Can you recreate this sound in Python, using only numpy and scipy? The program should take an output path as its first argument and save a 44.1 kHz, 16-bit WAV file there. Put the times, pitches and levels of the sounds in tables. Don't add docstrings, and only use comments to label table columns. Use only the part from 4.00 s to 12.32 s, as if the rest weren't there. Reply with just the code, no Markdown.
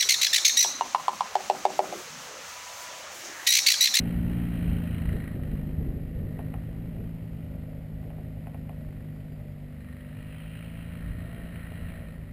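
import sys
import numpy as np
from scipy import signal
from scipy.fft import rfft, irfft
from scipy.io import wavfile
from scipy.ndimage import uniform_filter1d

SR = 44100
rng = np.random.default_rng(int(sys.argv[2]) if len(sys.argv) > 2 else 0)


def int16_out(signal):
    q = np.round(np.clip(np.atleast_2d(signal).T, -1, 1) * 32767)
    wavfile.write(sys.argv[1], SR, q.astype(np.int16))


def volts(x):
    e = np.asarray(x, float) / 20
    return 10 ** e


N = 366912
T = np.arange(N) / SR


def evened(x):
    return x / np.sqrt(np.mean(x ** 2) + 1e-20)


def read(points, hz):
    f, value = np.transpose(points)
    return np.interp(np.log(hz + 1), np.log(f + 1), value)


def curves(rows, t):
    s, *columns = np.transpose(rows)
    return [np.interp(t, s, c) for c in columns]


def bumps(rows, t):
    return sum(height * np.exp(-((t - s) / half) ** 2) for s, half, height in rows)


def drift(hz):
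    coarse = uniform_filter1d(rng.standard_normal(N // 64 + 2), max(int(SR / 64 / hz), 1))
    return np.repeat(evened(uniform_filter1d(coarse, size=9)), 64)[:N]


def coloured(points):
    hz = np.fft.rfftfreq(N, 1 / SR)
    return evened(irfft(rfft(rng.standard_normal(N)) * volts(read(points, hz)), N))


def ring(x, hz, width):
    return signal.lfilter(*signal.iirpeak(hz, hz / width, SR), x)


def tones(turns, orders, waver_db, slip):
    out = 0
    turns = turns[::4]
    for k, db in orders:
        lag = 2.7 + 4.58 * np.arctan((k - 4.2) / 1.2)
        phase = 2 * np.pi * k * turns - lag + slip * np.sqrt(k) * drift(10.8)[::4]
        out = out + np.sqrt(2) * volts(db + waver_db * drift(7.9)[::4]) * np.cos(phase)
    return signal.resample_poly(out, 4, 1)[:N]


def puffs(turns, decay, base, spread_db, contrast_db):
    whole = turns.astype(int)
    size_db = spread_db * rng.standard_normal(1000)[whole] + contrast_db * (-1.) ** whole
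    return evened(base + uniform_filter1d(volts(size_db) * np.exp(-(turns % 1) / decay), 40))


def exhaust_note(crank, blades, bang, note_db):
    # (multiple of the firing rate, level [dB])
    low_orders = [(1, -5.5), (2, -4), (3, 1)]
    half_orders = [(1.5, 7.5), (2.5, -26), (3.5, -4), (4.5, -1.5), (5.5, -14)]
    # (multiple of the blade rate, level [dB])
    blade_orders = [(1, -14), (2, -8.5), (3, -14.5), (4, -13.5), (5, -27.5), (6, -26), (7, -30.5)]
    # (time [s], half length [s], rise of half multiples [dB])
    stumbles = [(0.95, 0.25, 12.5), (1.33, .08, 7), (1.8, 0.039, 10), (2.2, 0.16, -2), (2.6, 0.13, -16),
                (3.6, 0.11, 8), (4.65, 0.22, 9), (5.4, .1, 3), (5.9, 0.15, 16.5), (6.9, 0.12, 8.5),
                (7.2, 0.064, 16.5), (7.9, 0.32, 12.5)]
    # (frequency [Hz], density [dB per Hz])
    rasp = [(500, -37), (750, 4), (1100, -6), (1500, -8), (2200, -23.5)]
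    # (time [s], half length [s], change [dB])
    dips = [
        (1.33, 0.055, -3),
        (2.1, 0.087, -7),
        (3.6, .08, 0),
        (5.93, 0.17, -6),
    ]
    uneven_db = -17.5 + bumps(stumbles, T)
    low = tones(crank, low_orders, .5, .05) + tones(blades, blade_orders, 1.5, .08)
    low += volts(uneven_db - 2.5) * tones(crank, half_orders, 2.2, .15)
    low += volts(-24.5) * coloured(rasp) * bang
    return volts(note_db + bumps(dips, T)) * low


def upper_note(crank, rate, near_db):
    # (multiple of the firing rate, level [dB])
    upper_orders = [(4, 3.5), (5, 2.5), (6, -12.5), (7, -21), (8, -34), (14, -25), (18, -52), (19, -52),
                    (22, -31), (23, -49)]
    upper_db = -51.5 + 1.43 * near_db - 0.36 * (rate - 53)
    pipe = volts(2 * np.tanh((rate - 53.1) / 1.4))
    fourth = pipe * tones(crank, upper_orders[:1], 1.3, .1)
    others = tones(crank, upper_orders[1:], 1.3, .1) / pipe
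    return volts(upper_db) * (fourth + others)


def propeller_roar(crank, blades, near_db, hiss_db):
    # (frequency [Hz], density [dB per Hz])
    roar_spectrum = [(190, -24), (330, -27.5), (387, -3.5), (444, -1.5), (618, 5), (710, -5.5),
                     (796, -12.5), (969, -30.5), (1500, -13), (1950, -38), (3300, -120)]
    # (multiple of the firing rate, level [dB])
    pipe_orders = [(9, -15), (10, -13), (11, -15), (12, -12)]
    # (multiple of the blade rate, level [dB])
    blade_mid = [(8, -14), (9, -13), (10, -11), (11, -12), (12, -18), (13, -20), (14, -21)]
    roar_db = -58 + 0.18 * near_db + 1.33 * drift(2.37)
    roar = volts(-1.0 + 0.43 * drift(23)) * coloured(roar_spectrum) * puffs(blades, 0.37, 3.4, 2.6, 0)
    middle = tones(crank, pipe_orders, 1.3, .06) + tones(blades, blade_mid, 1.3, .06)
    roar += volts(2.5 + .25 * (hiss_db + 58)) * middle
    return volts(roar_db) * roar


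def exhaust_hiss(fired, blades, bang, lift_db, hiss_db, bright_db):
    # (frequency [Hz], density [dB per Hz])
    hiss_spectrum = [(590, -36), (1000, -12), (1180, -9.5), (1310, -5.5), (1730, -4.5), (1880, -2),
                     (2690, -11), (2910, -12.5), (3260, -14.5), (3430, -23.5), (4070, -13.5), (4580, -30.5),
                     (5900, -53), (7670, -75), (13000, -120)]
    # (frequency [Hz], width [Hz], level [dB])
    shell_modes = [(1842, 18, 4), (1929, 22, 2), (2850, 80, -3), (3148, 20, -2)]
    # (multiple of the blade rate, level [dB])
    blade_tips = [(15, -29), (16, -30), (17, -22), (18, -22), (19, -31), (21, -24), (22, -19), (23, -23),
                  (24, -23)]
    # (time [s], half length [s], change [dB])
    misses = [
        (0.806, 0.0068, -5),
        (1.39, 0.015, -8),
    ]
    miss_db = bumps(misses, T)

    air = coloured(hiss_spectrum)
    notch = signal.butter(2, (2350, 3400), "bandstop", fs=SR, output="sos")
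    dull = signal.sosfiltfilt(notch, air)
    air = dull + volts(0.68 * bright_db + 3.5) * (air - dull)
    beat = bang + .3 * puffs(blades, .3, .3, 2, 0)

    shell = sum(volts(db) * ring(air * beat, hz, width) for hz, width, db in shell_modes)
    shell = 0.58 * shell / np.sqrt(uniform_filter1d(shell ** 2, size=2500) + 1e-9)
    hiss = evened(air * beat + shell * volts(-.5 * bright_db)) * volts(miss_db + .8 * drift(23))

    count = np.floor(fired)
    snaps = np.diff(count, prepend=1) * volts(lift_db * (-1.) ** count + 2 * drift(40) + miss_db)
    knock_band = signal.butter(3, (950, 2400), "bandpass", fs=SR, output="sos")
    hiss += volts(23) * signal.sosfilt(knock_band, snaps)
    hiss += volts(.5) * tones(blades, blade_tips, 1.3, .04)
    return volts(hiss_db) * hiss


def aircraft():
    # (time [s], firing rate [1/s])
    speed = [(0.0, 56.9), (0.36, 58.6), (1.2, 54.0), (1.4, 50.0), (1.6, 50.4), (1.97, 53.5), (2.25, 50.0),
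             (2.85, 55.3), (3.35, 54.0), (3.5, 52.2), (4.25, 52.4), (4.95, 50.5), (5.25, 51.0),
             (5.52, 49.2), (6.1, 49.7), (6.7, 55.0), (7.45, 56.6), (8.32, 53.0)]
    # (time [s], note [dB], hiss [dB], brightness [dB])
    engine = [(0.0, -33.5, -51, 2), (0.25, -32.5, -53, 1.5), (0.7, -34.5, -52, 6), (1.0, -36, -51, 1.5),
              (1.27, -38.5, -52.5, -8), (1.4, -38.5, -57.5, -0.5), (2.1, -40.5, -64, -3.5),
              (2.4, -39.5, -59.5, -6.5), (3.1, -40.5, -65.5, 5), (4.0, -43, -68, 0), (4.7, -42.5, -65, -1),
              (5.6, -44, -67, -3), (5.95, -42.5, -58.5, -7.5), (6.35, -44, -56, 8), (6.8, -42.5, -56, 8.5),
              (7.05, -43, -53.5, -4), (7.9, -45, -52, -2), (8.32, -44.5, -62.5, -6)]
    # (time [s], half length [s], excess [dB])
    lifts = [
        (0.62, .1, 3),
        (1.12, .26, 7),
        (1.5, .07, 8),
        (4.95, .35, -7),
        (5.4, .15, -6),
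        (5.9, .16, -9),
    ]
    note_db, hiss_db, bright_db = curves(engine, T)
    near_db = note_db + 40
    rate = uniform_filter1d(curves(speed, T)[0], size=4000)
    crank = np.cumsum(rate) / SR + .27
    fired = crank + 1.55
    blades = 1.0937 * crank

    lift_db = bumps(lifts, T)
    bang = puffs(fired, .3, .45, 1.2, .7 * lift_db)
    bang = bang + .05 * puffs(fired, .06, 0, 1.2, lift_db)
    return (exhaust_note(crank, blades, bang, note_db)
            + upper_note(crank, rate, near_db)
            + propeller_roar(crank, blades, near_db, hiss_db)
            + exhaust_hiss(fired, blades, bang, lift_db, hiss_db, bright_db))


def wind():
    # (frequency [Hz], density [dB per Hz])
    wind_spectrum = [(15, -30), (30, -3), (55, 5), (90, -6), (140, -6.5), (220, -15), (320, -22.5),
                     (500, -27.5), (800, -44), (1500, -100)]
    # (time [s], level [dB])
    breeze = [
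        (0.0, -34.5),
        (0.9, -41.5),
        (1.6, -37.5),
        (2.4, -39.5),
        (3.5, -43),
        (5.5, -48.5),
        (6.6, -55),
        (7.3, -46.5),
        (8.32, -47),
    ]
    # (time [s], level above the breeze [dB])
    gusts = [(0.0, 1), (0.302, 2.5), (0.7, 13), (1.1, 12.5), (1.3, 2.5), (1.5, 5.5), (1.79, 6), (1.9, 4),
             (2.0, 2.5), (2.2, 6), (2.5, 2), (2.82, 2.5), (3.0, 3.5), (3.7, -1), (3.95, 1.5), (4.3, 1.5),
             (4.95, 5), (5.3, 4), (6.2, 8), (6.4, 5), (6.8, 6), (7.1, 16), (7.4, 5), (7.6, 3), (7.86, 8.5),
             (8.08, 7)]
    gust_half_s = 0.092
    frames, hz = N // 256 + 5, np.fft.rfftfreq(1024, 1 / SR)
    t = np.arange(frames) * 256 / SR
    breeze_db = curves(breeze, t)[0]
    extra_db = bumps([(s, gust_half_s, db) for s, db in gusts], t)
    gust_db = np.interp(T, t, breeze_db + extra_db)

    tilt_db = 4.5 - .4 * extra_db + 0.25 * (breeze_db + 45)
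    octaves = np.log2(np.clip(hz, 60, 700) / 60)
    colour_db = read(wind_spectrum, hz)[:, None] + octaves[:, None] * np.minimum(tilt_db - 1.5, 1.6)
    a, b = rng.standard_normal((frames, 513, 2)).T
    buffet = signal.istft((a + 1j * b) * volts(colour_db), nperseg=1024, noverlap=768)[1][:N]
    buffet = buffet / np.sqrt(uniform_filter1d(buffet ** 2, size=4000) + 1e-12)
    return buffet * volts(gust_db + 1.5 + 1.5 * drift(35))


def microphone_hiss():
    # (frequency [Hz], density [dB per Hz])
    self_spectrum = [(590, -31), (1000, -8), (1440, -14), (1910, 6), (2660, -1.5), (2970, -3.5), (3530, -7),
                     (5240, -11), (5950, -18.5), (7740, -56), (13100, -120)]
    return volts(-66.5) * coloured(self_spectrum)


def pops():
    # (time [s], peak [dB], brightness [dB per octave], length [s])
    burns = [(1.757, -53, 1, 0.003), (1.794, -53, -2, 0.003), (1.994, -67, 1, 0.003),
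             (2.39, -32, 0.5, 0.0046), (2.539, -34, 3, 0.0047), (3.653, -61, -3, 0.003),
             (3.839, -52, -3, 0.003), (3.947, -60, -0.5, 0.003), (4.028, -46, 1, 0.0033),
             (4.102, -42.5, 2, 0.0036), (4.182, -39.5, -5, 0.0042), (4.368, -46, -10, 0.0038),
             (4.421, -51, -5, 0.003), (4.469, -36, 2, 0.0022), (4.544, -37, 1.5, 0.003),
             (4.693, -35, 1.5, 0.0019), (5.005, -66, 2, 0.003), (7.716, -40, -11, 0.004)]
    # (frequency [Hz], width [Hz], level [dB])
    pipe_modes = [(380, 200, -6), (500, 120, -3), (690, 70, 3), (800, 110, 0), (1050, 200, -9),
                  (1400, 260, -13), (1950, 220, -12), (2400, 300, -15), (2850, 280, -14)]
    out, t = np.zeros(N + 3000), np.arange(3000) / SR
    muffle = signal.butter(6, 3200, fs=SR, output="sos")
    for s, db, tilt_db, length_s in burns:
        rough = rng.standard_normal(3000) * np.exp(-t / min(length_s, .004))
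        burst = signal.sosfilt(muffle, rough + 16 * (t == 0))
        pop = 0
        for k, (hz, width, level_db) in enumerate(pipe_modes):
            mode = evened(ring(ring(burst, hz, hz / 2), hz, width))
            pop = pop + (-1) ** k * volts(level_db + tilt_db * np.log2(hz / 700)) * mode
        out[round(s * SR):][:3000] += volts(db) * pop / abs(pop).max()
    blur = ring(rng.standard_normal(3000), 700, 600) * np.exp(-t / .016) * (t > .004)
    out += volts(-7) * signal.oaconvolve(out, blur / np.linalg.norm(blur) / 3)[:len(out)]
    return signal.sosfilt(muffle, out[:N])


def bird():
    # (time [s], length [s], start [Hz], end [Hz], level [dB])
    chirps = [
        (3.78, .02, 5100, 5000, -78),
        (5.13, .08, 4800, 4700, -78),
        (5.295, .08, 4900, 4680, -73),
        (5.48, .055, 4800, 4780, -77),
    ]
    out = np.zeros(N)
    for s, length_s, start_hz, end_hz, db in chirps:
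        t = np.arange(round(length_s * SR)) / SR
        warble = 1 + .5 * np.sin(2 * np.pi * 70 * t)
        whistle = signal.chirp(t, start_hz, length_s, end_hz)
        out[round(s * SR):][:len(t)] += volts(db) * np.hanning(len(t)) * warble * whistle
    return out


def scene():
    return (aircraft() + wind() + microphone_hiss() + pops() + bird())[None]


def low_pass(x):
    return signal.sosfilt(signal.butter(12, 16390, fs=SR, output="sos"), x)


def record(dry):
    low_cut = signal.butter(N=2, Wn=24, btype="high", fs=SR, output="sos")
    faded = dry * np.minimum(T / .0006 + .2, 1)
    slow = signal.resample_poly(signal.sosfilt(low_cut, faded), 40, 147, axis=1)
    held = signal.resample_poly(np.repeat(slow, 4, axis=1), 147, 160, axis=1)
    edge = signal.firwin(511, 15300, window=("kaiser", 9), fs=SR)
    cut = signal.oaconvolve(np.pad(held, ((0, 0), (0, 9)))[:, :N], edge[None], "same")
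    return low_pass(cut)


dry = scene()
out = record(dry)
int16_out(out)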